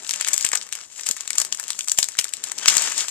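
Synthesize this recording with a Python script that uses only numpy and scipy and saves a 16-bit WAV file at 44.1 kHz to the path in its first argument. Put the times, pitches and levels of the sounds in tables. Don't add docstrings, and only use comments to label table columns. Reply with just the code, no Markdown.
import sys
import numpy as np
from scipy import signal
from scipy.fft import rfft, irfft
from scipy.io import wavfile
from scipy.ndimage import uniform_filter1d, map_coordinates

SR = 44100
rng = np.random.default_rng(int(sys.argv[2]) if len(sys.argv) > 2 else 0)


def to_wav(sig):
    pcm = np.clip(np.atleast_2d(sig), -1, 1) * 32767
    pcm = np.round(pcm).astype(np.int16)
    wavfile.write(sys.argv[1], SR, pcm.T)


def ratio_of_db(decibels):
    return 10 ** (np.asarray(decibels, float) / 20)


N = 136710


def band(x, hz, width):
    b, a = signal.iirpeak(hz, 1 / np.clip(width, .01, 1.5), fs=SR)
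    return signal.lfilter(b, a, x)


def highpass(x, order, hz):
    return signal.lfilter(*signal.butter(order, hz, "high", fs=SR), x)


def unit(x):
    return x / np.sqrt(np.mean(x ** 2))


def sparks(share, spread_db, size):
    chance, side, size_draw = rng.random((3, size))
    strength = np.minimum(-np.log(1 - size_draw), 2.9)
    return (chance < share) * np.sign(side - .5) * ratio_of_db(spread_db * strength)


def wander(rate):
    hold = int(SR / rate)
    steps = np.repeat(rng.standard_normal(N // hold + 1), hold)
    slewed = uniform_filter1d(uniform_filter1d(steps, hold), hold // 2)
    return unit(slewed[:N])


def room_hush():
    murmur, rumble = [], []
    for _ in range(2):
        murmur.append(ratio_of_db(-63) * unit(band(rng.standard_normal(N), 430, 4.5)))
        rumble.append(ratio_of_db(-72) * unit(band(rng.standard_normal(N), 60, 1.7)))
    return np.array(murmur) + np.array(rumble)


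def grains(effort_db):
    per_s, spread_db, grain_ms = 200, 5, 1.0
    fade = np.exp(-1000 / SR / grain_ms)
    bursts = signal.lfilter([1], [1, -fade], abs(sparks(per_s / SR, spread_db, N)))
    bed = ratio_of_db(effort_db + 36) + 0.57
    density = (unit(bursts) + bed) / np.hypot(1, bed)
    patches = ratio_of_db(3.5 * wander(18))
    return density * patches * rng.standard_normal((2, N))


# t/s, rustle level/dB, muffled share level/dB
HAND_EFFORT = [(0, -47, 7), (.13, -45.5, 8.5), (.4, -37.5, -3.5), (.58, -60, 21.5), (.7, -52.5, 12.5),
               (.82, -47, 2.5), (.95, -44, -4.5), (1.08, -37.5, -7), (1.25, -49, 1.5), (1.42, -45.5, 3),
               (1.85, -44.5, -3), (2.02, -41.5, -9.5), (2.4, -50, 6.5), (2.63, -42, 8.5),
               (2.72, -25.5, 1.5), (2.89, -40, 7.5), (2.99, -26, -1.5), (3.1, -43, -0.5)]


def rustle(t):
    when, level, muffled = np.array(HAND_EFFORT, float).T
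    effort_db = np.interp(t, when, level)
    flurry_db = 1.5 * wander(45)
    open_film = 0.28 * grains(effort_db)
    bright = 0.54 * unit(band(grains(effort_db), 9200, 1.0))
    middle = 0.55 * unit(band(grains(effort_db), 3440, 0.68))
    dull = unit(band(grains(effort_db), 1640, 1.38))
    flapping = ratio_of_db(-9) * unit(band(grains(effort_db), 323, 2.95))
    folds = ratio_of_db(np.interp(t, when, muffled)) * (dull + flapping)
    return ratio_of_db(effort_db + 0.5 + flurry_db) * (open_film + bright + middle + folds)


# t/s, peak level/dB, panel ring level under it/dB, panel f/Hz,
# cluster length/ms
CREASE_SNAPS = [(0.0474, -28, -11.5, 3580, 1.3), (0.0672, -30.5, -7, 3300, 1.3),
                (0.0931, -6, -22.5, 2900, 1.2), (0.1097, -5.5, -24.5, 4000, 0.84),
                (0.1369, -14.5, -11, 2800, 0.76), (0.2108, -7.5, -14.5, 2730, 1.1),
                (0.2471, -15.5, -9.5, 2900, 1.8), (0.2654, -23, -8.5, 3000, 2.4),
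                (0.276, -6, -20.5, 2850, 0.75), (0.2843, -2, -27.5, 2370, 7.2),
                (0.3326, -2, -36, 3600, 6.1), (0.3407, -2, -41, 3590, 3), (0.363, -12, -31, 3100, 3.4),
                (0.379, -3, -58, 3834, 0.66), (0.41, -7, -49, 3850, 0.53), (0.4491, 0, -27.5, 3720, 2.3),
                (0.4647, -6, -20.5, 2600, 0.64), (0.489, -10.5, -44, 2950, 1.2),
                (0.5171, -11.5, -15.5, 1990, 1.8), (0.5299, -24, -1.5, 2550, 2.1),
                (0.552, -5, -18.5, 2410, 4.4), (0.614, -25.5, -7, 3040, 0.58),
                (0.7259, -9, -20.5, 3000, 1), (0.7522, -12, -24, 2040, 1.9),
                (0.9948, -25, -5, 1940, 3.7), (1.0097, -15.5, -33, 3260, 1),
                  (1.0644, -6.5, -52, 3520, 0.22), (1.0889, -1.5, -46, 3920, 2.9),
                  (1.1117, -3, -33.5, 4040, 1.34), (1.166, -14, -19.5, 1670, 7.4),
                  (1.2079, -12, -24, 3300, 0.79), (1.2771, -13, -21, 3460, 0.79),
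                  (1.3047, -6.5, -20, 2300, 3.4), (1.3539, -11.5, -25, 2580, 5.2),
                  (1.3821, 2.5, -34, 4200, 2.9), (1.4005, -3, -24, 1610, 1.1),
                  (1.4158, -3, -27.5, 3960, 4.4), (1.4497, -6.5, -49, 3190, 0.62),
                  (1.525, -10.5, -13.5, 3900, 2.4), (1.547, -13, -28, 3080, 2.9),
                  (1.5983, -9, -17.5, 1510, 0.57), (1.681, -13, -51, 2650, 1.2),
                  (1.7042, -6.5, -21.5, 3600, 1.5), (1.7908, -8, -21, 2190, 3.6),
                  (1.808, -22.5, -5.5, 3100, 2.4), (1.844, -20, -36, 3200, 4.2),
                (1.8839, -4, -57, 3850, 1.8), (1.9167, -0.5, -46, 3400, 4.4),
                 (1.976, -13, -20.5, 3320, 1.3), (1.9869, 9, -31.5, 3100, 1.9),
                 (2.0286, -7, -14, 4340, 2.9), (2.0421, -8, -45, 3900, 1.5), (2.087, -8.5, -43, 4300, 1.2),
                 (2.152, -31.5, -4.5, 1640, 2), (2.188, 1, -17.5, 3080, 5.7), (2.1976, -2.5, -37, 1800, 1),
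                 (2.211, -12, -23, 2700, 4.6), (2.243, -6.5, -30, 3810, 1.7), (2.2905, -19, -27, 2900, 4.1),
                 (2.337, -9, -25.5, 3730, 0.65), (2.4388, -6, -31, 3470, 3.1),
                 (2.5177, -10, -17, 1600, 2.8), (2.581, -15, -22, 3500, 2.7),
                 (2.6584, -9.5, -5.5, 2080, 1.7), (2.6828, 7.5, -13.5, 2760, 2.16),
                 (2.768, 3, -29, 2200, 4), (2.8202, -5.5, -40, 2520, 4.8), (2.8388, -10.5, -21, 2420, 1.7),
                 (2.9, -12.5, -50, 2340, 0.55), (3.0837, -6, -34, 3040, 0.27)]
# t/s, peak level/dB
LESSER_TICKS = [(0.2256, -22), (0.4465, -11), (0.5348, -20), (0.5557, -6.5), (0.574, -20), (0.6282, -30),
                (0.733, -25), (1.3316, -21.5), (1.464, -39), (1.8968, -19), (2.0028, -25), (2.2536, -23),
                (2.6799, -3.5), (2.728, -14), (2.7806, -12.5), (2.918, -18), (2.9792, -14.5), (3.007, -12)]
# t/s, peak level/dB, fold f/Hz
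FAINT_TICKS = [(0.0978, -16, 3100), (0.131, -16.5, 2930), (0.1405, -10.5, 2580), (0.1598, -10.5, 2450),
               (0.221, -18, 3010), (0.2706, -9, 2070), (0.39, -18, 3880), (0.3975, -17, 2070),
               (0.4262, -15, 4500), (0.435, -19, 4700), (0.4538, -25, 3270), (0.536, -14, 2330),
               (0.6327, -28, 4130), (0.6673, -21, 1550), (0.69, -22, 2240), (0.8136, -36, 3270),
               (0.846, -45, 1890), (0.9611, -30, 3100), (1.0345, -19.5, 4820), (1.0685, -7, 3400),
               (1.091, -23, 3620), (1.166, -26, 1290), (1.2502, -27, 2240), (1.6298, -15, 950),
               (1.6393, -15, 3280), (1.6877, -25, 3790), (1.7197, -20.5, 4050), (1.7316, -19.5, 3530),
               (1.876, -14, 2150), (2.1195, -26, 4700), (2.1704, -19, 1720), (2.2824, -23, 4220),
               (2.326, -25, 1550), (2.369, -21, 4050), (2.4727, -19, 950), (2.4868, -21, 2930),
               (2.546, -39, 1540), (2.5861, -12.5, 4060), (2.7, -5, 2870), (2.741, -6, 2240),
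               (2.7528, -9, 3450), (2.85, -18, 3880), (2.8635, -15, 2400), (2.8805, -29, 2070),
               (2.9223, -10, 1030), (3.024, -15, 1890), (3.0892, -18, 3880)]


def snaps():
    size, lead = 2600, 400
    out = np.zeros((2, N + size))
    ms = (np.arange(size) - lead) * 1000 / SR
    creaking = ratio_of_db(-20) * np.exp(-abs(ms) / 5.3)
    aftershocks = ratio_of_db(-16) * np.exp(-abs(ms) / 11.4)
    skirt = np.where(ms < 0, creaking, aftershocks)
    events = CREASE_SNAPS
    events = events + [(s, db, -12, 1500 * 4.45 ** rng.random(), 0.59) for s, db in LESSER_TICKS]
    events = events + [(s, db - 3, -17.5, hz, 1) for s, db, hz in FAINT_TICKS]
    for s, db, ring_db, hz, length_ms in events:
        start = int(s * SR) - lead
        cluster = (ms >= 0) * np.exp(-(ms / max(length_ms, .2)) ** 2)
        for path in out:
            clicks = cluster * sparks(.25, 3, size)
            clicks[lead] += 3.2
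            clicks = clicks + skirt * sparks(0.22, 4, size)
            clicks = clicks / np.sqrt(np.sum(clicks ** 2))
            ring = band(clicks, hz, 0.47) * ratio_of_db(ring_db + 9.5 + 19.5)
            airy = clicks + ratio_of_db(-9) * np.diff(clicks, prepend=0)
            path[start:start + size] += ratio_of_db(db + 8.5) * (highpass(airy, 1, 1130) + ring)
    return out[:, :N]


# t/s, level/dB
CAPSULE_KICKS = [(.2104, -47), (0.3332, -44), (0.4492, -32), (1.112, -48), (1.3795, -49), (1.917, -43),
                 (1.986, -32), (2.027, -47), (2.187, -43), (2.6588, -36), (2.6845, -40)]


def kicks(t):
    width = 0.63 / 1000
    lurch = sum(ratio_of_db(db) * np.exp(-((t - s - width) / width) ** 2) for s, db in CAPSULE_KICKS)
    return lurch * ratio_of_db(np.array([[0], [-15]]))


# t/s, level/dB, f/Hz
WALL_POPS = [
    (.532, -1, 1000),
    (4.2, -20, 220),
    (1.986, -5.5, 1170),
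    (1.1, -9.5, 190),
    (1.416, -10.5, 810),
    (2.188, -10, 165),
    (.449, -17.5, 500),
]


def pops(t):
    noise = rng.standard_normal(N)
    total = np.zeros(N)
    for s, db, hz in WALL_POPS:
        shove = noise * (t > s) * np.exp(-abs(t - s) / 0.0044)
        total += ratio_of_db(db) * band(shove, hz, 2.07)
    return total


def squeak(t):
    start_s, end_s, pitch_hz = 2.615, 2.615 + .045, 1600
    wobble = unit(uniform_filter1d(rng.standard_normal(N), 120))
    grit = unit(uniform_filter1d(rng.standard_normal(N), 120))
    hz = pitch_hz * (1 + .06 * wobble + t - end_s)
    phase = 2 * np.pi * np.cumsum(hz) / SR
    gate = np.clip((t - start_s) / 0.011, 0, 1) * np.clip((end_s - t) / 0.0038, 0, 1)
    tone = np.sin(phase) + ratio_of_db(1) * np.sin(2 * phase)
    return ratio_of_db(-31 + 3.7 * grit) * gate * tone


def room_echo(x):
    size, t60_s = 12000, 0.16
    tail = rng.standard_normal(size) * 1000. 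** (-np.arange(size) / SR / t60_s)
    tail[:30] = 0
    tail = ratio_of_db(-13) * tail / np.sqrt(np.sum(tail ** 2))
    return signal.fftconvolve(x, tail)[:N]


def response(points, size=1024):
    hz, db = np.array(points, float).T
    f = np.maximum(np.arange(size // 2 + 1) * SR / size, 20)
    cepstrum = irfft(np.interp(np.log(f), np.log(hz), db) * np.log(10) / 20)
    cepstrum[1:size // 2] *= 2
    cepstrum[size // 2 + 1:] = 0
    return irfft(np.exp(rfft(cepstrum)))


# f/Hz, level/dB
LEFT_PORT_COLOUR = [(60, -14.5), (500, -11), (2200, -7.5), (4200, -5.5), (6400, 4), (7600, 10), (10000, -7),
                    (14000, -14.5)]
RIGHT_PORT_COLOUR = [(60, -32), (500, -21), (2200, -18.5), (4200, -17.5), (6500, -5), (8000, -20.5),
                     (9300, -41.5), (14000, -41)]


def scene():
    t = np.arange(N) / SR
    bag, round_about = highpass(snaps(), 1, 250) + rustle(t)
    bag = bag + squeak(t) + pops(t)
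    late = map_coordinates(bag, [(t - 4e-5) * SR], mode="nearest")
    scattered = ratio_of_db(4) * highpass(round_about, 2, 3150)
    left = bag + room_echo(bag)
    right = late + scattered + room_echo(bag)
    left = signal.fftconvolve(left, response(LEFT_PORT_COLOUR))[:N]
    right = signal.fftconvolve(right, response(RIGHT_PORT_COLOUR))[:N]
    return 2 * np.array([left, right]) + room_hush() + kicks(t)


def top_cut(x):
    return signal.sosfilt(signal.butter(12, 15520, fs=SR, output="sos"), x)


def record(dry):
    x = signal.sosfilt(signal.ellip(6, .3, 32, 14000, fs=SR, output="sos"), dry)
    x = np.clip(x + 0.004 * abs(x) ** 3, -.99, .99)
    x = signal.sosfilt(signal.ellip(6, .3, 40, 16500, fs=SR, output="sos"), x)
    return top_cut(x)


dry = scene()
out = record(dry)
to_wav(out)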